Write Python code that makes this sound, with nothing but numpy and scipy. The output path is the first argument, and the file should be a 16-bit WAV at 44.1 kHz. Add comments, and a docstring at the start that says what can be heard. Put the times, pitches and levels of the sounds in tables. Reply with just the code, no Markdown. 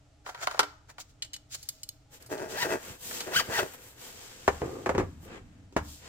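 """Unpacking in a parked van

Pocket drives slide and clack onto a wooden table; their cables and plugs click. Cloth rustles, and a
pouch is zipped shut in three pulls, the slider tripping over the teeth. A laptop is set down, shoved
into place and opened; the table rumbles. Close stereo pickup; the small cabin rings briefly."""
import sys
import numpy as np
from scipy import signal
from scipy.fft import rfft, irfft
from scipy.io import wavfile
from scipy.ndimage import uniform_filter1d

SR = 44100
rng = np.random.default_rng(int(sys.argv[2]) if len(sys.argv) > 2 else 0)


def materialize(psi):
    """Save the field psi as 16-bit PCM at rate SR to the path in sys.argv[1].

    A 1-D psi becomes a single channel; in a 2-D psi each row is a channel.
    """
    bounded = np.clip(np.atleast_2d(psi).T, -1, 1)
    quanta = np.round(bounded * 32767).astype(np.int16)
    wavfile.write(sys.argv[1], SR, quanta)


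N = 268128
TIME_S = np.arange(N) / SR
TICKS_S = np.arange(0, N + 16, 16) / SR  # coarse clock for envelopes


def amp(db):
    """Decibels to gain."""
    return np.exp(np.asarray(db) * (np.log(10) / 20))


def unit_rms(x):
    """Scale to rms 1."""
    return x / np.sqrt(np.mean(x ** 2) + 1e-20)


def lookup(points, hz):
    """Interpolate (frequency, value) rows over log frequency."""
    points_hz, values = np.transpose(points)
    return np.interp(np.log(hz + 1), np.log(points_hz + 1), values)


def band(x, kind, hz, order=3):
    """Causal Butterworth filter."""
    return signal.sosfilt(signal.butter(order, hz, kind, fs=SR, output="sos"), x)


def convolved(x, taps):
    """Convolve each channel, keeping the length."""
    return signal.oaconvolve(np.atleast_2d(x), np.atleast_2d(taps), axes=1)[:, :x.shape[-1]]


def coloured(x, colour):
    """Minimum-phase filter from (frequency [Hz], gain [dB]) rows."""
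    gain_db = np.maximum(lookup(colour, abs(np.fft.fftfreq(4096, 1 / SR))), -100)
    response = np.exp(np.conj(signal.hilbert(np.log(amp(gain_db)))))
    return convolved(x, np.fft.ifft(response).real[:2048])


def noise_pair(size):
    """White noise at two capsules: alike in the bass, less so in the treble."""
    # (frequency [Hz], left-right correlation [0..1])
    likeness = [(50, 1), (250, 0.88), (600, 0.44), (1500, 0.23), (4000, 0.29), (14000, 0.21)]
    left, other = rfft(rng.standard_normal((2, size)))
    same = lookup(likeness, np.fft.rfftfreq(size, 1 / SR))
    return irfft([left, same * left + np.sqrt(1 - same ** 2) * other], size)


def placed(x, pan_db, lag_ms):
    """Off-centre source: left is pan_db louder and lag_ms late; the phase gap levels off at pi."""
    half_rad = np.pi / 2 * np.tanh(2 * np.fft.rfftfreq(N, 1 / SR) * lag_ms / 1000)
    left = amp(pan_db / 2) * np.exp(-1j * half_rad)
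    return irfft(rfft(x) * [left, 1 / left], N)


def wavering(hz):
    """Slow random drift, rms 1."""
    return unit_rms(band(rng.standard_normal(N), "low", hz, order=2))


def per_sample(curve):
    """Coarse clock to audio rate."""
    return np.interp(TIME_S, TICKS_S, curve)


def swell(peak_s, rise_s, fall_s, shape):
    """One rise and fall on the coarse clock."""
    width_s = np.where(TICKS_S < peak_s, rise_s, fall_s)
    return np.exp(-np.minimum(abs((TICKS_S - peak_s) / width_s) ** shape, 20))


def strokes(rows, shape=2):
    """Summed swells: one gain curve per dB column."""
    gains = sum(amp(levels_db)[:, None] * swell(peak_s, rise_s, fall_s, shape)
                for peak_s, rise_s, fall_s, *levels_db in rows)
    return np.array([per_sample(gain) for gain in gains])


def friction(grain_db, clump_samples):
    """Surfaces catch and let go in clumps: noise with a grainy level."""
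    clumps = unit_rms(uniform_filter1d(rng.standard_normal(N), size=clump_samples))
    return unit_rms(noise_pair(N) * amp(grain_db * clumps))


def impacts(rows, colour, modes, split_hz, tone_db, click, ring_db, bass_t60_s, onset_s, spread=1.0):
    """Click, clatter and ringing modes, levelled in four bands: hard edges brighten, weight adds bass."""
    out, t = np.zeros((2, N)), np.arange(16384) / SR
    mode_hz, mode_db, mode_t60_s = np.transpose(modes)[:, :, None]
    ringing = amp(ring_db + mode_db - 60 * t / mode_t60_s) * np.exp(2j * np.pi * mode_hz * t)
    for time_s, db, bass_db, bright_db, t60_s in rows:
        noise = noise_pair(len(t))
        noise[1] = unit_rms(noise[0] + spread * (noise[1] - noise[0]))  # small source: channels alike
        contact = noise * amp(-60 * t / t60_s) * (1 - np.exp(-t / onset_s))
        contact /= np.linalg.norm(contact[0])
        contact[:, 24] += click
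        skew_rad = np.minimum(mode_hz / 1000, 1.5) * rng.uniform(-1, 1, (len(modes), 2))
        contact += (np.exp(1j * skew_rad.T) @ ringing).imag
        boom = noise * amp(-60 * t / bass_t60_s)
        boom = band(boom / np.linalg.norm(boom[0]), "low", 190, order=2)
        hit = coloured(contact + 0.6 * boom, colour)
        parts = [band(hit, "low", split_hz[0], order=4), band(hit, "band", split_hz[:2]),
                 band(hit, "band", split_hz[1:]), band(hit, "high", split_hz[2])]
        levels_db = db + np.add(tone_db, [bass_db, -bright_db, 0, bright_db])
        start = round(time_s * SR)
        for part, level_db, attack_samples in zip(parts, levels_db, (900, 440, 330, 330)):
            attack_rms = np.sqrt(np.mean(part[:, :attack_samples] ** 2))
            out[:, start:start + len(t)] += part[:, :N - start] * amp(level_db) / attack_rms
    return out


def air():
    """Still cabin air: low rumble, thin hiss and faint wavering tones."""
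    # noise spectrum and its trim: (frequency [Hz], gain [dB])
    colour = [(12, -51), (20, -6), (70, -7.5), (134, -6.5), (198, -33), (301, -15), (367, -37.5),
              (410, -24), (485, -28), (642, -24), (976, -35), (1370, -29.5), (1530, -35), (7520, -39),
              (16000, -66.5)]
    trim = [(150, 0.5), (200, 6.5), (260, 1.0), (8000, 1), (9200, -1), (12000, 3.0), (16000, -0.5)]
    # (frequency [Hz], level [dB])
    tones = [(102, -85), (301, -79), (640, -77.5), (829, -81.5)]
    hum = 0
    for hz, db in tones:
        drift = band(rng.standard_normal(N), "low", 5.5, order=1)
        hum += amp(db) * unit_rms(drift * np.cos(2 * np.pi * hz * TIME_S))
    noise = coloured(coloured(noise_pair(N), colour), trim)
    return amp(-60) * unit_rms(noise) + hum


def drive_knocks():
    """Drive cases clack onto the wood and ring."""
    # (time [s], level [dB], relative bass [dB], brightness [dB], clatter t60 [s])
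    hits = [(0.262, -29, -34, -1, 0.046), (0.29, -30.5, -31, -5, 0.049), (0.346, -30.5, -36.5, 0.5, .04),
            (0.471, -13.5, -40.5, 0, 0.02), (0.511, -26.5, -36.5, 3, .035),
            (0.544, -28.5, -27.5, -5.5, 0.034), (0.577, -32.5, -28.5, -4.5, .025),
            (0.592, -6, -30.5, 5, 0.05), (0.63, -20, -25.5, 1, .05), (0.982, -33, -55, 1.5, 0.031)]
    # (frequency [Hz], gain [dB])
    colour = [(59, -63.5), (100, -29), (200, -22), (295, -8.5), (442, -3), (648, 6), (950, 3), (1100, -0.5),
              (1450, -0.5), (1760, -8.5), (2040, -5.5), (2520, -13.5), (4200, -10), (10000, -24.5),
              (15000, -28.5), (16000, -60.5)]
    # (frequency [Hz], level [dB], t60 [s])
    modes = [(293.4, -8.5, 0.2), (416, -5.5, 0.13), (735, 1, 0.095), (951, -12, 0.062), (1250, -12.5, 0.12),
             (1510, -11, 0.11), (1367, -6.5, 0.12), (2050, -15.5, .12), (3040, -3, 0.12),
             (3550, -16.5, 0.16)]
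    sound = impacts(hits, colour, modes, split_hz=[480, 950, 3000], tone_db=[2.5, -14.5, -9.5, -19.5],
                    click=0.49, ring_db=-40.5, bass_t60_s=0.16, onset_s=0.00077)
    return placed(sound, pan_db=0.6, lag_ms=0.19)


def slides():
    """Plastic scrapes over wood and skin in short strokes."""
    # (peak [s], rise [s], fall [s], scrape [dB], hiss [dB])
    moves = [(.275, 0.015, 0.038, -45.5, -47), (0.3, 0.011, 0.0053, -49, -50),
             (0.389, 0.048, 0.063, -49, -59.5), (.437, 0.018, 0.0091, -33, -34),
             (.525, 0.075, 0.099, -43.5, -49.5), (0.902, 0.012, 0.013, -46, -49),
             (1.007, 0.011, 0.011, -49, -36), (1.10, 0.015, 0.02, -89, -61),
             (1.522, 0.014, 0.02, -78, -43.5), (1.55, 0.013, 0.0061, -57, -34), (1.59, .03, 0.21, -79, -53)]
    # (frequency [Hz], gain [dB])
    colour = [(150, -48), (250, -20.5), (710, 1), (1180, -7.5), (1330, 4.5), (1950, -5.5), (2910, -11.5),
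              (5440, -9), (5930, -12.5), (6700, -7), (9830, -22), (16000, -22.5)]
    grit = coloured(friction(grain_db=2.4, clump_samples=60), colour)
    scrape_gain, hiss_gain = strokes(moves, shape=1.48)
    scrape = scrape_gain * unit_rms(band(grit, "low", 3100))
    hiss = hiss_gain * unit_rms(band(grit, "high", 3200))
    return placed(scrape + hiss, pan_db=0.26, lag_ms=0.15)


def plug_clicks():
    """Plugs and cables click: small parts with high, short modes."""
    # (time [s], level [dB], relative bass [dB], brightness [dB], clatter t60 [s])
    hits = [(1.222, -28.5, -26, -10.5, 0.058), (1.2466, -43.5, -15, -8, 0.086),
            (1.333, -34.5, -27, -3, 0.018), (1.339, -33, -29, -7, 0.077), (1.363, -39.5, -19, -4.5, .03),
            (1.5474, -33.5, -16, -2.5, 0.062), (1.6283, -40, -28, 1, 0.059), (1.6882, -26, -30, 2.5, 0.038),
            (1.8322, -32.5, -45, 1, 0.035), (1.8895, -31.5, -54, 0.5, 0.019), (2.2233, -47, -35, 3, 0.049),
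            (2.2613, -47.5, -11, 4, 0.12), (2.378, -43.5, -2, -9, 0.077), (3.11, -43, 5, 3, 0.047),
            (3.2046, -29.5, -8.5, -6, 0.074)]
    # (frequency [Hz], gain [dB])
    colour = [(240, -53), (400, -11.5), (2670, -11.5), (2970, -4.5), (3640, -8), (4180, -3), (5870, -12),
              (8370, -6.5), (9470, -10.5), (11400, -5.5), (12100, -9), (15000, -9.5), (16000, -28)]
    # (frequency [Hz], level [dB], t60 [s])
    modes = [(2980, 2, 0.054), (3530, -1, 0.09), (4200, -4, 0.052), (5390, 9, 0.027), (6530, 7.5, 0.059),
             (7450, 6.5, 0.033)]
    sound = impacts(hits, colour, modes, split_hz=[2000, 4500, 8000], tone_db=[-5.2, -15, -5, -9.5],
                    click=0.079, ring_db=-38.5, bass_t60_s=0.05, onset_s=0.00037, spread=0.78)
    return placed(sound, pan_db=0, lag_ms=0.12)


def creases(rate_hz=160):
    """Cloth folds snap at random, each a tiny noise burst."""
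    snaps = rng.random(N) < rate_hz / SR
    strength_db = 3.5 * np.minimum(rng.exponential(1, N), 2.7)
    burst = noise_pair(200) * np.exp(-np.arange(200) / 40)
    return convolved(snaps * amp(strength_db), burst)


def rustle():
    """Pouch, sleeves and palms rub and crease."""
    # (peak [s], rise [s], fall [s], rub [dB], hiss [dB], fizz [dB])
    rubs = [(2.15, 0.031, 0.03, -48.5, -58.5, -54), (2.21, 0.0093, .06, -50, -66.5, -61),
            (2.325, 0.021, 0.026, -59, -54, -50), (2.515, 0.025, 0.039, -40, -49.5, -49),
            (2.885, .1, 0.071, -39.5, -54, -48), (3.07, 0.055, 0.072, -42.5, -48.5, -40),
            (3.16, 0.039, 0.069, -41, -47.5, -45), (3.27, 0.11, 0.5, -40, -58, -54.5),
            (3.68, 0.42, 0.068, -84, -64, -55.5), (3.738, 0.0033, 0.016, -43, -61, -48),
            (3.87, .075, 0.06, -59.5, -64, -53.5), (4.04, 0.054, 0.11, -44.5, -54, -49.5),
            (4.24, 0.085, 0.17, -45.5, -55.5, -55), (4.52, 0.12, .48, -47.5, -59, -59),
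            (5.245, 0.03, 0.028, -72, -69, -58), (5.35, 0.074, 0.041, -40.5, -64.5, -78),
            (5.5, 0.31, 0.23, -59.5, -80, -85), (5.92, 0.082, 0.073, -58.5, -56, -52.5),
            (6.075, 0.063, 0.035, -43.5, -57.5, -64)]
    # (frequency [Hz], gain [dB])
    colour = [(88, -16), (150, -7), (201, -7), (514, -1), (601, -15), (649, -6), (1080, -9.5), (2100, -6),
              (3920, -5.5), (7770, -4.5), (9440, -13), (15100, -20), (16000, -38.5)]
    rub_gain, hiss_gain, fizz_gain = strokes(rubs, shape=2.13)
    cloth = coloured(friction(grain_db=0.78, clump_samples=120) + 0.9 * creases(), colour)
    rub = rub_gain * amp(-5.5) * unit_rms(band(cloth, "low", 1980))
    hiss = hiss_gain * amp(7) * unit_rms(band(cloth, "band", [3000, 8500]))
    fizz = fizz_gain * amp(-1) * unit_rms(band(cloth, "high", 13460))
    return placed(rub + hiss + fizz, pan_db=1, lag_ms=-0.19)


def slider_motion(creep_hz, grip_s=0.0058):
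    """The slider creeps, runs free in spurts and is tugged harder where it drags."""
    # (peak [s], rise [s], fall [s], extra tooth rate [Hz], extra scatter [tooth spacings])
    spurts = [(2.622, .07, .033, 830, 0.013), (2.725, .05, 0.02, 290, 0.0072),
              (3.378, .043, .034, 1420, 0.014), (3.555, .038, .062, 820, 0.033)]
    # (start [s], end [s], effort [dB])
    pulls = [(2.295, 2.789, -1.5), (3.267, 3.427, 0), (3.477, 3.67, 0.5)]
    # (peak [s], rise [s], fall [s], extra force [dB])
    tugs = [(2.322, 0.0086, 0.03, 10.5), (2.42, 0.035, 0.037, 5.5), (2.632, 0.011, 0.0054, 2.5),
            (2.655, 0.004, 0.021, 5.5), (2.73, 0.035, 0.041, 6.5), (2.756, 0.014, 0.007, 8.5),
            (3.277, 0.017, .016, 2), (3.364, .004, 0.012, 3), (3.401, 0.012, 0.0076, 0),
            (3.502, 0.011, 0.013, 0), (3.598, 0.018, 0.015, 3.5), (3.632, 0.0033, 0.0041, 6)]
    tooth_hz, scatter = creep_hz, 0.046
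    for peak_s, rise_s, fall_s, extra_hz, extra_scatter in spurts:
        spurt = swell(peak_s, rise_s, fall_s, shape=2.5)
        tooth_hz += extra_hz * spurt
        scatter += extra_scatter * spurt
    scatter += 0.2 * np.exp(-(np.log2(tooth_hz / 393) / 1.05) ** 2)  # worst at middling speed
    grip = sum(amp(db) * (np.tanh((TICKS_S - start_s) / grip_s) - np.tanh((TICKS_S - end_s) / grip_s)) / 2
               for start_s, end_s, db in pulls)
    force = 1 + strokes(tugs)[0]
    return per_sample(tooth_hz), per_sample(scatter), per_sample(grip), force


def tooth_rattle(teeth_passed, tooth_hz, scatter, speed, colour):
    """Each tooth shakes the cloth panel; slow teeth sound duller. Held near rms 1."""
    due = np.flatnonzero(np.diff(np.floor(teeth_passed)))
    jitter, strength = rng.standard_normal((2, N))[:, due]
    late_samples = jitter * (0.08 + scatter[due]) * SR / tooth_hz[due]
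    teeth = np.zeros(N)
    teeth[np.clip(due + late_samples, 0, N - 1).astype(int)] = amp(3 * strength) / np.sqrt(tooth_hz[due])
    t = np.arange(900) / SR
    panel = 0.2 * noise_pair(len(t)) * np.exp(-t / 0.0023)
    panel[:, 0] += 1
    for gain, hz, decay_s in (0.02, 440, 0.0055), (0.016, 630, 0.019):
        panel += gain * np.cos(2 * np.pi * hz * t) * np.exp(-t / decay_s)
    shaken = band(coloured(convolved(teeth, panel), colour), "high", 205)
    dull = band(shaken, "low", 775) * (1 - 0.4 * speed)
    bright = band(shaken, "band", [1000, 3200], order=2) * (0.37 + 0.77 * speed)
    rattle = dull - bright
    power = uniform_filter1d((rattle ** 2).mean(0), size=700)
    return rattle / np.sqrt(abs(power) + 1e-14)


def tooth_whine(phase, tooth_hz):
    """Harmonics of the tooth rate swell and sink as the slider travels along the panel."""
    # pouch response: (frequency [Hz], gain [dB])
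    response = [(250, -6), (450, 45), (700, 9.5), (1000, -4.5), (1500, 6.5), (1900, 10), (2400, -2),
                (2800, -6), (3200, 1), (3800, -4), (4700, -0.5), (6300, -23), (9000, -21)]
    drift_db = 4.5 * wavering(56)
    gains = [amp(lookup(response, k * tooth_hz) + np.roll(drift_db, k * SR // 2)) / k ** 0.3
             for k in range(1, 8)]
    whine = sum(gain * np.cos(k * (phase + k)) for k, gain in enumerate(gains, 1))
    return whine / np.sqrt(sum(gain ** 2 for gain in gains) / 2)


def zipper(creep_hz=139.4):
    """The slider trips over the teeth: a dull rattle when slow, a ragged gliding whine when fast."""
    # (frequency [Hz], gain [dB])
    colour = [(41, -28), (70, -15.5), (344, 6), (412, -2), (649, -5.5), (695, -3), (892, -2.5), (1100, -10),
              (1470, -6), (2320, -11), (3110, -15), (3740, -22.5), (6450, -21), (9930, -24), (16000, -41)]
    tooth_hz, scatter, grip, force = slider_motion(creep_hz)
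    teeth_passed = np.cumsum(tooth_hz) / SR
    speed = np.clip((tooth_hz - 230) / 350, 0, 1)
    tonal = speed * np.clip(1.12 - 3.7 * scatter, 0, 0.95)
    rattle = tooth_rattle(teeth_passed, tooth_hz, scatter, speed, colour)
    phase = 2 * np.pi * np.cumsum(tooth_hz * (1 + 0.4 * scatter * wavering(220))) / SR
    whine = tooth_whine(phase, tooth_hz)
    tooth_pulse = 1.1 + np.exp(-(teeth_passed % 1) / 1.2)
    rasp = coloured(friction(grain_db=1.5, clump_samples=80) * tooth_pulse, colour)
    thrum = amp(-18) * unit_rms(band(rasp, "low", 190))
    body = np.sqrt(tonal) * whine + np.sqrt(1 - tonal) * (rattle + amp(-6.5) * unit_rms(rasp)) + thrum
    locked = 0.23 * tonal ** 2  # even teeth turn hiss into overtones
    shrill = sum(np.cos(k * phase + k * k) * (k * tooth_hz > 2800) * (k * tooth_hz < 9000) / k ** 0.3
                 for k in range(2, 8))
    treble = np.sqrt(1 - locked) * unit_rms(band(rasp, "high", 3270)) + np.sqrt(locked) * shrill
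    # faster is louder and brighter; a tug mostly shakes the panel
    octaves = np.log2(tooth_hz / creep_hz)
    buzz = amp(-43.5 + 4 * octaves) * body
    hiss = amp(-55.5 + 7.5 * octaves) * treble
    fizz = amp(-59.5 + 7 * octaves) * unit_rms(band(rasp, "high", 12860))
    return placed(grip * (force * buzz + force ** 0.53 * (hiss + fizz)), pan_db=2.3, lag_ms=-0.13)


def bumps():
    """Dull thuds as the hands shift their hold."""
    # (peak [s], rise [s], fall [s], level [dB])
    thuds = [(2.74, 0.017, .014, -39.5), (2.905, 0.012, 0.016, -46), (3.385, 0.018, .015, -43),
             (3.49, 0.009, 0.01, -40), (3.631, 0.0094, .012, -43), (5.216, 0.021, 0.024, -47.5)]
    return strokes(thuds)[0] * unit_rms(band(noise_pair(N), "band", [75, 190]))


def laptop_knocks():
    """The laptop meets the table: heavy knocks with low modes."""
    # (time [s], level [dB], relative bass [dB], brightness [dB], clatter t60 [s])
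    hits = [(4.478, -5.5, -28, -1, 0.077), (4.617, -24.5, -12, -5, 0.066), (4.86, -16, -47, 0, .048),
            (4.866, -18.5, -18.5, -0.5, 0.084), (4.892, -13, -24, -1.5, 0.098), (4.949, -21, -12, -1, 0.1),
            (4.98, -15, -12, 2, .12), (4.998, -20, -11.5, -2, 0.14), (5.725, -49, -7.5, 15, 0.2),
            (5.763, -16.5, -13.5, -3, 0.03), (5.766, -13, -25, 2, 0.12)]
    # (frequency [Hz], gain [dB])
    colour = [(26, -50), (45, -18), (85, -11.5), (202, -11), (391, 0), (580, 3), (656, 1), (1270, -7),
              (1710, -8.5), (2240, -13), (3160, -22), (4570, -23.5), (7470, -22), (9550, -34.5),
              (16000, -37)]
    # (frequency [Hz], level [dB], t60 [s])
    modes = [(73.3, 5, 0.63), (105, -12, 0.23), (126, -32, .3), (293.5, -8.5, 0.36), (405, 1.5, 0.096),
             (527, 5, 0.0684), (666, 2.5, 0.087), (773, 3.5, 0.093), (1650, -7, 0.0466), (1980, -33, 0.14)]
    sound = impacts(hits, colour, modes, split_hz=[340, 900, 3000], tone_db=[2.5, -12.5, -12.5, -26.5],
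                    click=0.64, ring_db=-52.5, bass_t60_s=0.15, onset_s=0.00065)
    return placed(sound, pan_db=0.7, lag_ms=0.12), hits


def table_rumble(hits, rise_s=0.008, t60_s=0.58):
    """The bass of each knock, and a leaning hand, set the table rumbling on its leg."""
    # hand on the table while the lid is raised: (peak [s], rise [s], fall [s], level [dB])
    lean = [(5.25, 0.67, 0.54, -51.5)]
    # (frequency [Hz], gain [dB])
    colour = [(18, -28), (30, 3), (43, -13), (81, 1), (99, 2.5), (130, -12), (162, -4), (220, -8.5),
              (300, -7), (390, -35.5), (660, -120)]
    power = 0
    for time_s, db, bass_db, *_ in hits:
        age_s = np.maximum(TICKS_S - time_s, 0)
        power += (amp(db + bass_db - 8 - 60 * age_s / t60_s) * (1 - np.exp(-age_s / rise_s))) ** 2
    gain = np.sqrt(per_sample(power) + strokes(lean)[0] ** 2)
    return gain * unit_rms(coloured(noise_pair(N), colour))


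def feet_judder():
    """The laptop's rubber feet judder across the table."""
    # (peak [s], rise [s], fall [s], level [dB])
    shoves = [(4.632, 0.016, 0.044, -32.5), (4.74, 0.08, 0.083, -38), (4.99, 0.091, 0.058, -34.5),
              (5.36, 0.12, 0.045, -48.5)]
    # (frequency [Hz], gain [dB])
    colour = [(71, -47), (120, -7), (187, -19.5), (367, -1), (531, -8.5), (602, -20), (767, -13),
              (976, -24.5), (1230, -14), (1310, -25), (2500, -32.5), (3250, -61), (5500, -120)]
    return strokes(shoves)[0] * unit_rms(coloured(friction(grain_db=2.6, clump_samples=200), colour))


def echoed(x):
    """Direct sound plus one return each from table top, window and van body surfaces."""
    # (left delay [ms], right delay [ms], gain [dB])
    echoes = [(1.3, 1.6, -25.5), (2.9, 2.4, -20), (4.3, 1.9, -18.5), (6.6, 9, -14.5), (9.2, 10.4, -15)]
    out = x.copy()
    for k, (*delays_ms, db) in enumerate(echoes):
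        for channel, delay_ms in enumerate(delays_ms):
            lag = round(delay_ms * SR / 1000)
            out[channel, lag:] += (-1) ** k * amp(db) * x[channel, :N - lag]
    return out


def cabin_reverb(x, onset_s=0.0079):
    """Short dense tail from the close walls, each band dying at its own rate."""
    # (frequency [Hz], t60 [s])
    decay = [(60, 0.34), (200, 0.12), (1000, 0.46), (4000, 0.36), (7000, .38), (10000, .2), (16000, 0.38)]
    hz, t, spectrum = signal.stft(noise_pair(SR // 2), SR, nperseg=256)
    tail = signal.istft(spectrum * amp(-60 * t / lookup(decay, hz)[:, None]), SR, nperseg=256)[1]
    tail *= np.clip(np.arange(tail.shape[1]) / SR / onset_s, 0, 1) ** 2
    return convolved(x, tail / np.linalg.norm(tail[0]))


def scene():
    """Knocks, clicks and rubbing at the table, with the cabin around them."""
    drives = drive_knocks()
    plugs = plug_clicks()
    laptop, laptop_hits = laptop_knocks()
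    knocks = echoed(drives) + laptop
    rubbing = echoed(amp(-2.5) * (slides() + rustle()) + amp(0.17) * zipper())
    reverb = cabin_reverb(amp(-18.5) * knocks + amp(-19.5) * plugs + amp(-17) * rubbing)
    table = placed(feet_judder() + table_rumble(laptop_hits), pan_db=0.37, lag_ms=0.11)
    return knocks + plugs + rubbing + reverb + table + bumps() + air()


def record(dry):
    """Steep low-pass at 16.4 kHz."""
    taps = signal.firwin(401, 16400, window=("kaiser", 8), fs=SR)
    return signal.oaconvolve(dry, taps[None], "same")


dry = scene()
out = record(dry)
materialize(out)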